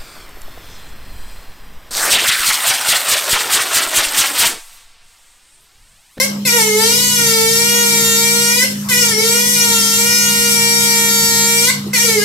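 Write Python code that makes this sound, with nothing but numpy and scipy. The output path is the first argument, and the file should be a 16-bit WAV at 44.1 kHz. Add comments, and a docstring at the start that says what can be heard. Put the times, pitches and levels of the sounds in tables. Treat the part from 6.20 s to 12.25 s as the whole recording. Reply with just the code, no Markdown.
"""A water sprayer in a tiled bathroom starts in mid-squeeze, is let go almost at once, and is pressed again three times.
An extractor fan hums throughout: a blade tone, noise-driven duct resonances and a draught of filtered noise.
At each press a hiss of shaped noise, the jet on glass, and a wavering buzz, harmonics of the valve, start together.
Rate and level sag soon after each later press; at a release the rate climbs, the sound stops and run-off hiss decays.
The last squeeze lasts to the end; sparse, decaying tile echoes surround the valve's tones."""
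import sys
import numpy as np
from scipy import signal
from scipy.fft import rfft, irfft, next_fast_len
from scipy.io import wavfile
from scipy.ndimage import uniform_filter1d

SR = 44100
rng = np.random.default_rng(int(sys.argv[2]) if len(sys.argv) > 2 else 0)


def digitize_waveform(pressure):
    """Quantize a signal to 16-bit integers and store it at the path in sys.argv[1].

    Rows of a 2-D input are taken as channels; values are limited to [-1, 1].
    """
    field = np.atleast_2d(pressure).T
    bounded = np.clip(field, -1, 1)
    quanta = np.round(bounded * 32767).astype(np.int16)
    wavfile.write(sys.argv[1], SR, quanta)


N = 266716

# Squeezes of the trigger: (press [s], release [s], depth of the pressure surge [Hz], sag of the rate [Hz],
# closing time [s], level lost in the sag [dB], opening time [s])
SQUEEZES = [(-2, .065, 0, 0, .053, 0, .01), (.251, 2.47, 55.4, 4.8, .052, 5, .014),
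            (2.687, 5.525, 33.7, 20.2, .032, 8, .028), (5.732, 6.5, 21.6, 31.6, .032, 6, .01)]
SAG_LEVEL_S = 0.07  # width of the dip in level, valve and jet alike


def gain_of(db):
    """Decibels are twenty times the logarithm of an amplitude ratio."""
    return 10 ** (np.asarray(db) / 20)


def evened(x):
    """Division by the root mean square leaves a signal of unit power."""
    return x / np.sqrt(np.mean(x ** 2) + 1e-20)


def read(points, hz):
    """A response is interpolated along logarithmic frequency."""
    f, value = np.transpose(points)
    return np.interp(np.log(hz + 1), np.log(f + 1), value)


def wander(count, per_s):
    """White noise averaged twice becomes a slow random drift of rms 1."""
    size = max(round(SR / per_s), 1)
    smooth = uniform_filter1d(rng.standard_normal(count), size)
    return evened(uniform_filter1d(smooth, size))


def noise(spectrum, patchy_db):
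    """Diffuse noise: random short-time spectra whose left-right coherence falls with frequency."""
    # Coherence of the two sides: (frequency [Hz], left-right likeness [0 to 1])
    likeness = [(30, .93), (60, .97), (250, .97), (640, .5), (1400, .05), (15000, .05)]
    hz = np.fft.rfftfreq(1024, 1 / SR)
    a, b, c, d, patches = rng.standard_normal((N // 256 + 5, 513, 5)).T
    # smoothing over frequency and time makes drifting patches of level
    patches = uniform_filter1d(patches, size=12, axis=0)
    patches = evened(uniform_filter1d(patches, size=10, axis=1))
    same = np.clip(read(likeness, hz), -1, 1)[:, None]
    left = a + 1j * b
    right = same * left + np.sqrt(1 - same ** 2) * (c + 1j * d)
    level_db = read(spectrum, hz)[:, None] + patchy_db * patches
    z = np.array([left, right]) * gain_of(level_db)
    return signal.istft(z, nperseg=1024, noverlap=768)[1][:, :N]


def fan():
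    """Periodic blade passage gives a tone; noise exciting damped duct modes gives moans, turbulence a draught."""
    # Duct modes moaning in the air flow: (frequency [Hz], bandwidth [Hz], rms level [dB])
    duct_modes = [(103.6, 7.7, -49.5), (113.7, 11, -44.5), (146, 6.5, -38), (259.6, 42, -44.5)]
    # Spectrum shape of the draught: (frequency [Hz], relative density [dB per Hz])
    draught = [(20, -17), (60, -9.5), (150, -1), (330, -2.5), (550, -10), (800, -10), (1300, -6.5),
               (1800, -18), (2200, -19), (3000, -8.5), (6000, -16), (11000, -13), (15600, -32)]
    hum_hz, hum_db, draught_db = 203.7, -28, -33.5
    t = np.arange(N) / SR
    turns = np.cumsum(hum_hz + 0.48 * wander(N, 2.14)) / SR
    hum_gain = gain_of(hum_db + 0.96 * wander(N, 10.5))
    out = hum_gain * np.sqrt(2) * np.cos(2 * np.pi * turns)
    for hz, width, db in duct_modes:
        r = np.exp(-np.pi * width / SR)
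        drive = rng.standard_normal(N) + 1j * rng.standard_normal(N)
        # low-passed complex noise, moved up to the mode's frequency
        slow = signal.lfilter([1], [1, -2 * r, r * r], drive)
        out += gain_of(db) * evened((slow * np.exp(2j * np.pi * hz * t)).real)
    return out + gain_of(draught_db) * evened(noise(draught, patchy_db=4.0))


def bathroom(x):
    """Reverberation: sparse random-sign echoes, independent left and right, decay exponentially in each band."""
    # Decay of the tiled room: (frequency [Hz], time to fall 60 dB [s])
    tiles = [(300, 0.63), (1000, 0.5), (2100, 0.22), (3500, 0.38), (8000, 0.21), (15000, 0.049)]
    # Echo energy, 0 dB being that of the direct sound: (frequency [Hz], level [dB])
    wet = [(450, -3.5), (1000, -2), (2200, 0.5), (4000, -0.5), (9000, 7), (15000, 7.5)]
    taps = np.zeros((2, SR // 2))
    start = np.arange(60, SR // 2 - 20, 20)
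    at = start + rng.integers(0, 20, (2, len(start)))
    np.put_along_axis(taps, at, rng.choice([-1., 1.], at.shape), 1)
    hz, t, z = signal.stft(taps, SR, nperseg=256)
    z *= gain_of(-60 * t / np.maximum(read(tiles, hz), .03)[:, None])
    # each band is brought to energy 1 at 0 dB; the last factor belongs to the window
    band_gain = gain_of(read(wet, hz)) / np.linalg.norm(z, axis=2).mean(0)
    z *= band_gain[:, None] * np.sqrt(3 / 4) / 128
    echoes = signal.istft(z, SR, nperseg=256)[1]
    return signal.fftconvolve(x[None], echoes, axes=1)[:, :N]


def sag(t, press, width):
    """A Gaussian bell of height 1 marks the first pressure trough after a press."""
    return np.exp(-((t - press - .267) / width) ** 2)


def jet():
    """Turbulence makes broadband noise: the jet on glass swells at a press, sags, and decays around the release."""
    # Spectrum shape of the jet: (frequency [Hz], relative density [dB per Hz])
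    hiss_colour = [(300, -11.5), (700, -26), (1700, -21), (2100, -4.5), (2400, -9), (2700, -15),
                   (3100, -1.5), (4500, -4), (5500, -3.5), (8000, 7), (10000, 10.5), (12000, 4.5),
                   (14000, -16), (15800, -15)]
    # Water running off after each release: (time [s], starting level [dB])
    run_off = [(.065, -48), (2.47, -27.5), (5.525, -39)]
    held_db, start_db, gust_db = -11.5, -11, 0.74  # start_db is relative to held_db
    rise, sag_share = 0.51, 1.1  # in opening times; share of the buzz's sag
    lead_s, fall_db_per_s = 0.034, 248  # the fall starts a little before the release
    run_off_fall_db_per_s = 26
    t, level = np.arange(N) / SR, np.zeros(N)
    for press, release, _, _, _, sag_db, opening_s in SQUEEZES:
        since = np.maximum(t - press, 0)
        db = held_db + start_db * np.exp(-since / (rise * opening_s))
        db -= sag_share * sag_db * sag(t, press, SAG_LEVEL_S)
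        db -= fall_db_per_s * np.maximum(t - release + lead_s, 0)
        level += (t >= press) * gain_of(db)
    for s, db in run_off:
        level += (t >= s) * gain_of(db - run_off_fall_db_per_s * np.maximum(t - s, 0))
    hiss = evened(noise(hiss_colour, patchy_db=-0.5))
    return level * gain_of(gust_db * wander(N, 29.0)) * hiss


def flutter(press, release, surge_hz, sag_hz, closing_s, sag_db, opening_s):
    """Flow-driven valve oscillation: a periodic beat has harmonics, which the head's resonances colour."""
    # Base rate of the buzz, wavering through the squeezes: (time [s], rate [Hz])
    base_rate = [(0, 474.7), (.25, 455.9), (.34, 470.3), (1.18, 463.7), (2.38, 466.8), (2.44, 453.3),
                 (2.47, 462), (2.69, 469.8), (2.72, 492.4), (2.78, 480.1), (2.82, 482.9), (2.86, 488.5),
                 (2.96, 471.2), (3.76, 464.2), (3.9, 471.9), (4.14, 468.7), (4.26, 476.2), (4.38, 468.6),
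                 (4.76, 462.9), (5.46, 463.7), (5.5, 471.6), (5.73, 476.7), (6.05, 452.5)]
    # Strength of the strongest tones: (time [s], shriek level [dB], level of the lowest tone [dB])
    tone_levels = [(0, -19.5, -21), (.06, -31, -34.5), (.26, -23, -41), (.33, -24, -24), (.55, -28.5, -21),
                   (.72, -29, -21), (.89, -34.5, -52), (1.02, -26, -25), (1.22, -33.5, -17),
                   (1.37, -25.5, -25), (1.6, -26.5, -23), (2.05, -24.5, -26.5), (2.23, -29, -21),
                   (2.41, -21, -40), (2.47, -22.5, -18.5), (2.69, -37, -45), (2.72, -18.5, -32),
                   (2.9, -29.5, -26), (3.17, -27, -23.5), (3.25, -26.5, -35), (3.52, -28.5, -26.5),
                   (3.63, -36, -34.5), (3.88, -25, -25), (3.99, -30.5, -36), (4.22, -27, -25),
                   (5.1, -26, -29), (5.45, -26, -24.5), (5.5, -20.5, -37), (5.73, -21, -38),
                   (5.83, -26, -28.5), (5.96, -27, -21), (6.05, -25, -25.5)]
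    # Colour of the buzz: (frequency [Hz], relative level [dB])
    head = [(800, -4.5), (1000, -5.5), (1400, -3.5), (1800, -10.5), (2350, -5), (2600, -10.5), (2900, 2),
            (3700, 0), (5500, -3.5), (8000, -2), (10000, 1.5), (12000, -11), (13000, -18), (15800, -32)]
    # Resonances of the plastic head: (frequency [Hz], width [Hz], boost [dB])
    rings = [(2060, 260, 7), (3250, 200, 2)]
    buzz_db, swing_db, closing_db, opening_db = -15, -0.22, -4.5, -6  # held level and its changes
    bounce_hz, bounce_per_s, bounce_s, bounce_rad = 35.3, 8.115, .085, .41  # quick dying bounce of the rate
    surge_per_s, surge_s, surge_low_s = 1.444, .76, .274  # slow dying swing of pressure in the hose
    sag_s, climb_hz = .046, 124  # width of the rate's sag; climb as the valve shuts
    ragged = .009  # share by which the rate jitters while the valve is opening or closing

    t = np.arange(max(press, 0), min(release, N / SR), 1 / SR)
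    since = t - press
    closing, opening = np.exp((t - release) / closing_s), np.exp(-since / opening_s)
    s, shriek_db, low_db = np.transpose(tone_levels)
    shriek_db, low_db = np.interp(t, s, shriek_db), np.interp(t, s, low_db)
    level_db = buzz_db + swing_db * wander(len(t), 3.0) - sag_db * sag(t, press, SAG_LEVEL_S)
    # the buzz starts softer, swells quickly, and weakens towards the release
    level_db += closing_db * closing + opening_db * opening

    base_hz = np.interp(t, *np.transpose(base_rate))
    rate_hz = uniform_filter1d(base_hz, size=500, mode="nearest")
    bounce = np.cos(2 * np.pi * bounce_per_s * since + bounce_rad)
    rate_hz += bounce_hz * np.exp(-since / bounce_s) * bounce
    surge = np.cos(2 * np.pi * surge_per_s * (since - surge_low_s))
    rate_hz -= surge_hz * np.exp(-since / surge_s) * surge
    rate_hz += climb_hz * closing - sag_hz * sag(t, press, sag_s)
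    jitter = .0012 * wander(len(t), 60) + ragged * (closing + opening) * wander(len(t), 300)
    turns = np.cumsum(rate_hz * (1 + jitter)) / SR

    # while the rate is changing fast the flow is unsettled and the tones sputter
    change_hz_per_s = abs(np.gradient(rate_hz)) * SR
    sputter_db = np.minimum(uniform_filter1d(change_hz_per_s, size=1500) / 90, 4.5)
    tones = []
    for k in range(2, 33):
        hz = k * rate_hz
        ring_db = sum(db / (1 + (2 * (hz - f) / width) ** 2) for f, width, db in rings)
        drift_db = 1.33 * wander(len(t), 10.6) + sputter_db * wander(len(t), 46)
        colour_db = read(head, hz) + ring_db + drift_db
        tones.append(gain_of(colour_db) * np.cos(2 * np.pi * (k * turns + rng.random())))
    # the fourth and fifth harmonics lie about the main ring of the head and carry the shriek
    shriek = tones.pop(2) + tones.pop(2)
    shriek /= np.sqrt(uniform_filter1d(shriek ** 2, size=2000) + 1e-12)
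    low_gain = gain_of(1.1 * sputter_db * wander(len(t), 43))
    low = low_gain * np.sqrt(2) * np.cos(2 * np.pi * turns)
    fade = np.clip(np.minimum(since / 0.0013, (release - t) / 0.021), 0, 1)
    buzz = gain_of(level_db) * evened(sum(tones))
    sound = fade * (buzz + gain_of(shriek_db) * shriek + gain_of(low_db) * low)
    return round(t[0] * SR), sound


def scene():
    """Superposition: direct valve sound, its reverberation, jet and fan add linearly."""
    # Phase lead of the left side over the right: (frequency [Hz], phase [rad])
    left_lead = [(300, 0), (460, -.4), (930, 0), (1400, .6), (1870, 1.6), (2330, -.3), (2800, .6),
                 (3270, 3), (3730, -.7), (4200, -.8), (4660, 1.6), (5130, 1.2), (5600, -1.5), (9000, 2.5)]
    valve = np.zeros(N)
    for row in SQUEEZES:
        at, sound = flutter(*row)
        valve[at:at + len(sound)] = sound[:N - at]
    # each tone reaches left and right with its own phase difference, as in a reverberant room
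    size = next_fast_len(N)
    lead = read(left_lead, np.fft.rfftfreq(size, 1 / SR)) / 2
    turned = rfft(valve, size) * np.exp(1j * np.array([lead, -lead]))
    near = irfft(turned, size)[:, :N]
    return near + bathroom(valve) + jet() + fan()


def record(dry):
    """Linear port filters, then level-dependent gain, a hard ceiling and a band limit."""
    # Each microphone sits behind its own port with its own colour: (frequency [Hz], gain [dB])
    left_port = [(100, 3.5), (450, 1.5), (1300, 0.5), (2000, 5.5), (3300, -3.5), (5500, 7.5), (7400, -1.5),
                 (8400, -9.5), (9700, -16), (11500, 2.5), (12300, 0), (14000, 8), (15300, 6)]
    right_port = [(100, 2), (450, 4.5), (1300, -2.5), (2000, 7), (3300, -3), (5500, -0.5), (7000, -2.5),
                  (7500, 0), (8800, -3), (9800, -10.5), (10300, -12), (12500, -2), (14000, 11.5),
                  (15600, 5.5)]
    size = next_fast_len(N)
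    hz = np.fft.rfftfreq(size, 1 / SR)
    port_gain = gain_of([read(left_port, hz), read(right_port, hz)])
    heard = irfft(rfft(dry, size) * port_gain, size)[:, :N]
    power = uniform_filter1d((heard ** 2).mean(0), size=3000)
    power_db = 10 * np.log10(abs(power) + 1e-12)
    # above -21 dB the gain falls by 0.22 dB per dB
    held = heard * gain_of(0.5 - 0.22 * np.maximum(power_db + 21, 0))
    held = np.clip(held, -1, 1)
    low_pass = signal.firwin(511, 15805, window=("kaiser", 9), fs=SR)  # edge in Hz
    return signal.oaconvolve(held, low_pass[None], "same")


dry = scene()
out = record(dry)
digitize_waveform(out)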